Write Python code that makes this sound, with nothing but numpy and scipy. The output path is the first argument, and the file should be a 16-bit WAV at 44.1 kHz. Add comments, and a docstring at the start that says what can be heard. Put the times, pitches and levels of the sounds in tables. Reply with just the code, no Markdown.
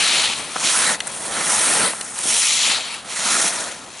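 """On a slope of packed snow, a skier skids through short turns near a microphone.
The edges break snow grains: each grain is a click that rings broad resonances, heard as a low grind,
a rasp, a scrape, a sizzle and a fine spray, whose balance shifts as the skis swing. Ringing poles knock,
dull thumps and short crunches of noise come between, and a low wash of air lies under it all.
The recorder's gain control flattens the loud skids."""
import sys
import numpy as np
from scipy import signal
from scipy.fft import rfft, irfft
from scipy.io import wavfile
from scipy.ndimage import uniform_filter1d

SR = 44100
rng = np.random.default_rng(int(sys.argv[2]) if len(sys.argv) > 2 else 0)


def dump(signal):
    """Clip the signal to [-1, 1] and save it as 16-bit WAV at the path in sys.argv[1]."""
    limited = np.clip(np.atleast_2d(signal).T, -1, 1)
    pcm = np.round(limited * 32767).astype(np.int16)
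    wavfile.write(sys.argv[1], SR, pcm)


N = 176400  # samples: 4 s


def amp(db):
    """Turn decibels into a plain factor."""
    return 10 ** (np.asarray(db) / 20)


def rms_one(x):
    """Scale a sound to an average (RMS) strength of 1."""
    return x / np.sqrt(np.mean(x ** 2) + 1e-20)


def in_time(rows):
    """Draw straight lines between the rows (time first), giving one curve per further column."""
    s, *columns = np.transpose(rows)
    return [np.interp(np.arange(N) / SR, s, column) for column in columns]


def at_hz(points, hz):
    """Read a curve of (Hz, value) points at any pitch, along a logarithmic pitch scale."""
    point_hz, values = np.transpose(points)
    return np.interp(np.log(hz), np.log(point_hz), values)


def drift(rate_hz):
    """Slow random wandering with spread 1: noise smoothed twice, so little is left above the rate."""
    r = np.exp(-2 * np.pi * rate_hz / (SR / 10))  # made at a tenth of the sample rate
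    noise = rng.standard_normal(N // 10 + 4002)
    slow = signal.lfilter([1], [1, -2 * r, r * r], noise)[4000:]  # skip the filter's start
    return np.interp(np.arange(N) / 10, np.arange(len(slow)), rms_one(slow))


def resonate(x, hz, width_hz):
    """A broad resonance applied twice, for dark valleys between neighbours."""
    r = np.exp(-np.pi * width_hz / SR)
    w = 2 * np.pi * hz / SR
    b = (1 - r * r) / 2 * np.array([1, 0, -1])
    a = [1, -2 * r * np.cos(w), r * r]
    once = signal.lfilter(b, a, x)
    return signal.lfilter(b, a, once)


def ring(clicks, hz, t60):
    """Each unit click starts a sine of height 1 that fades by 60 dB in t60 seconds."""
    r = amp(-60 / (t60 * SR))
    w = 2 * np.pi * hz / SR
    # the tiny offset keeps the filter from slowing down on near-zero numbers
    return signal.lfilter([0, np.sin(w)], [1, -2 * r * np.cos(w), r * r], clicks + 1e-18)


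def widen(mid, side, hz):
    """Make stereo: the side sound is added on the left and subtracted on the right."""
    # How much diffuse sound there is. Each row: pitch in Hz, side gain in dB.
    side_gain = [(200, -15), (10600, -16)]
    return mid + amp(at_hz(side_gain, hz)) * side * np.array([[1], [-1]])


def air():
    """Wind and the far slope: a low wash of shaped noise, gusting a little and easing."""
    # Colour of the wash before the top is rolled off. Each row: pitch in Hz, relative level in dB per Hz.
    colour = [(20, -26), (218, -6.5), (389, -10), (900, -2)]
    start_db, fade_db_per_s = -37, 1.68
    gust_db, gust_hz = 2, 11.0
    hz = np.maximum(np.arange(N // 2 + 1) * SR / N, 1)
    roll_off = 1 + (hz / colour[-1][0]) ** 2
    shape = amp(at_hz(colour, hz)) / roll_off
    mid, side = (rfft(rng.standard_normal(N)) * shape for _ in range(2))
    wash = rms_one(irfft(widen(mid, side, hz), N))
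    level_db = start_db - fade_db_per_s * np.arange(N) / SR + gust_db * drift(gust_hz)
    return amp(level_db) * wash


def crunches():
    """Snow crunching: short swells of noise in a middle and a treble band."""
    # The crunches. Each row: start in seconds, length in seconds, level in dB, treble over middle in dB.
    crunch_rows = [(1.068, 0.013, -25.5, 5), (2.187, 0.0057, -25.5, 8)]
    # centre and width in Hz; the width is for one pass of the resonance
    low_band, high_band = (1300, 1200), (8900, 3500)
    low = rms_one(resonate(rng.standard_normal(N), *low_band))
    high = rms_one(resonate(rng.standard_normal(N), *high_band))
    out, t = np.zeros(N), np.arange(N) / SR
    for start, length, db, treble_db in crunch_rows:
        progress = np.clip((t - start) / length, 0, 1)
        swell = np.sqrt(np.sin(np.pi * progress).clip(0))
        noise = low * amp(-treble_db / 2) + high * amp(treble_db / 2)
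        out += amp(db) * swell * noise
    return out


def poles():
    """Knocks ring the modes of a pole shaft; a tip or ski thumping the snow rings a few cycles."""
    # Knocks on the shaft. Each row: time in seconds, strength in dB, hardness in dB per octave.
    knock_rows = [(1.0036, -25, 7), (1.0048, -14, -1), (1.0075, -18, -2), (2.0112, -27, 10.5),
                  (2.0140, -22, 3)]
    # Ways the shaft rings. Each row: pitch in Hz, relative level in dB, time to fade by 60 dB in seconds.
    shaft_modes = [(1500, -6, 0.0093), (2020, -3, 0.012), (2450, -9, 0.009), (2950, -1, 0.016),
                   (3580, -4, 0.0099), (4300, -3, 0.013), (6000, -1, 0.004), (7600, -3, 0.0044),
                   (9400, -1, .003)]
    # Dull thumps. Each row: time in seconds, starting height in dB before the low cut, pitch in Hz.
    thump_rows = [(0.5603, -8.5, 880), (0.5644, -4.5, 1330), (1.936, -12.5, 1020), (2.255, -19, 270),
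                  (2.696, -24, 260)]
    thump_cycles = 5.4  # cycles until a thump has faded by 60 dB
    low_cut_hz = 180
    out = np.zeros(N)
    times, knock_db, hardness = np.transpose(knock_rows)
    for hz, mode_db, t60 in shaft_modes:
        # a harder knock favours the modes above the fourth one
        hard_db = hardness * np.log2(hz / shaft_modes[3][0])
        signs = rng.choice([-1, 1], len(times))
        clicks = np.zeros(N)
        clicks[(times * SR).astype(int)] = amp(knock_db + mode_db + hard_db) * signs
        out += ring(clicks, hz, t60)
    for start, db, hz in thump_rows:
        click = amp(db) * (np.arange(N) == int(start * SR))
        out += ring(click, hz, thump_cycles / hz)
    low_cut = signal.butter(2, low_cut_hz, "high", fs=SR, output="sos")
    return signal.sosfilt(low_cut, out)


def snow_grains(level_db):
    """Four streams of clicks: grains break at random, more often when the skid is louder."""
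    grains_per_s = 9000  # at the loudest
    spread_db = 1.5
    follow = .3  # share of the level's swing that the grain rate follows
    sizes = amp(spread_db * np.minimum(rng.exponential(1, (4, N)), 5))
    signs = rng.choice([-1, 1], (4, N))
    rate = amp(follow * (level_db - level_db.max()))
    breaks = rng.random((4, N)) < grains_per_s * rate / SR
    return sizes * signs * breaks / np.sqrt(rate)  # fewer grains are made bigger, for even power


def skid():
    """Breaking snow grains set off the broad resonances of every part of the skid."""
    # Pressure of the edges. Each row: time in seconds, skid level in dB before gain control.
    edge_pressure = [(0, -15), (.22, -15), (.3, -20.5), (.37, -26.5), (.49, -30.5), (.57, -27), (.62, -22),
                     (.655, -15), (.9, -15), (.95, -22.5), (.975, -36), (1.05, -34), (1.1, -29.5),
                     (1.3, -25.5), (1.37, -21), (1.46, -21), (1.51, -15), (1.86, -15), (1.92, -24),
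                     (1.96, -30.5), (2.13, -31), (2.2, -25), (2.3, -15.5), (2.72, -15.5), (2.83, -27),
                     (2.95, -28), (3.035, -40), (3.11, -27), (3.29, -17), (3.48, -16), (3.5, -22.5),
                     (3.59, -23), (3.72, -29.5), (3.79, -37), (3.91, -39), (4, -32)]
    # Balance of the parts. Each row: time in seconds, then grind, rasp, scrape, sizzle and spray
    # in relative dB, then left over right in dB before each part's share.
    balance = [(0, -19.5, -9, -2, -6.5, -8, 1.8), (0.28, -17.5, -10.5, -1.5, -8, -10.5, 1.5),
               (0.45, -30, -17.5, -11.5, -16.5, -12.5, 3.5), (0.63, -19.5, -13.5, -11.5, -11, -13, 0.5),
               (0.68, -16.5, -12.5, -2.5, -4, -8, -1), (0.74, -20.5, -8.5, -8.5, -5.5, -2.5, -0.8),
               (0.92, -16.5, -9.5, -11.5, -13, -10, -0.5), (1.04, -14.5, -13, -11.5, -16, -10.5, 6.5),
               (1.2, -15.5, -15, -13, -10.5, -6, -0.5), (1.38, -14.5, -10.5, -14, -14.5, -11.5, -1),
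               (1.55, -19, -11, -11.5, -8.5, -4, 0.1), (1.85, -8, -6.5, -8, -9.5, -4, 0.5),
               (2.07, -21, -8.5, -10.5, -7, -3, 1.5), (2.3, -14, -10.5, -5, -1.5, 1.5, -0.1),
               (2.53, -30, -15, -1.5, -1, -5.5, 1.5), (2.76, -13.5, -6, 1, -6, -8, 2),
               (2.93, -20.5, -12, -7, -14, -13.5, 2.2), (3.08, -18, -10, -7.5, -8.5, -9, -0.3),
               (3.42, -12.5, -7.5, -7.0, -3, -3, 0), (3.7, -9.5, -6.5, -7.5, -7.5, -7.5, 1.5),
               (4, -15.5, -11, -4, -6, -8.5, 3)]
    # Resonances of the parts. Each row: centre in Hz, width in Hz for one pass, relative level in dB.
    grind = [(198, 143, -6.5), (289, 247, -7), (577, 470, -2)]
    rasp = [(924, 580, -1.7), (1322, 400, 1), (1750, 730, -1.7)]
    scrape = [(2486, 1130, 0.025), (3156, 810, 0), (3870, 1450, 0)]
    sizzle = [(5760, 1400, -0.8), (6770, 2000, -1.2)]
    spray = [(8690, 1480, 0.042), (9910, 1280, 0)]
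    # Patchiness of the snow. One number per part, grind to spray: spread of its level in dB.
    patchiness = [2.1, 1.6, 1.3, 1.2, 1.1]
    # How far each part follows the left-right column. One number per part, grind to spray: a factor.
    pan_shares = [0.15, 1.5, 0.89, 1.5, 0.56]
    # How far left runs ahead of right. Each row: pitch in Hz, lead in radians.
    left_lead = [(600, 0.48), (3000, 0.11)]
    patch_hz = 20
    chatter_db, chatter_hz = 0.92, 89  # flutter shared by all parts

    level_db, = in_time(edge_pressure)
    *parts_db, pan_db = in_time(balance)
    parts_db = parts_db - 10 * np.log10(np.sum(amp(parts_db) ** 2, axis=0))  # the parts share the level
    grains = snow_grains(level_db)
    parts = [grind, rasp, scrape, sizzle, spray]
    out, first = 0, 0
    for part, part_db, share, patch_db in zip(parts, parts_db, pan_shares, patchiness):
        sound = 0
        for hz, width_hz, db in part:
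            first = 2 - first  # neighbouring resonances use different grains
            mid, side = resonate(grains[first:first + 2], hz, width_hz)
            # the slope of a wave runs a quarter cycle ahead of it: added left, subtracted right
            quarter_ahead = np.gradient(mid) / np.sin(2 * np.pi * hz / SR)
            lead = quarter_ahead * np.tan(at_hz(left_lead, hz) / 2) * [[1], [-1]]
            patches = amp(db + patch_db * drift(patch_hz))
            sound = sound + patches * (widen(mid, side, hz) + lead)
        left_right_db = share * np.outer([.5, -.5], pan_db)
        out = out + amp(part_db + left_right_db) * rms_one(sound)
    return out * amp(level_db + chatter_db * drift(chatter_hz))


def scene():
    """The air, the crunches, the poles and the skid together."""
    return air() + crunches() + poles() + skid()


def record(dry):
    """The recorder's gain control holds loud passages near a ceiling; then the top is cut."""
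    ceiling_db, release_db_per_s, sense_s = -16, 76, 0.011
    cutoff_hz = 11120
    size = int(sense_s * SR)
    power = uniform_filter1d(np.mean(dry ** 2, axis=0), size=size)
    db = 10 * np.log10(power + 1e-12)
    # the held level jumps up with the sound but sinks only at the release speed
    fall = release_db_per_s * np.arange(N) / SR
    held = np.maximum.accumulate(db + fall) - fall
    gain = amp(uniform_filter1d(np.minimum(ceiling_db - held, 0), size=size))
    top_cut = signal.ellip(14, .5, 75, cutoff_hz, fs=SR, output="sos")
    return signal.sosfilt(top_cut, dry * gain)


dry = scene()
out = record(dry)
dump(out)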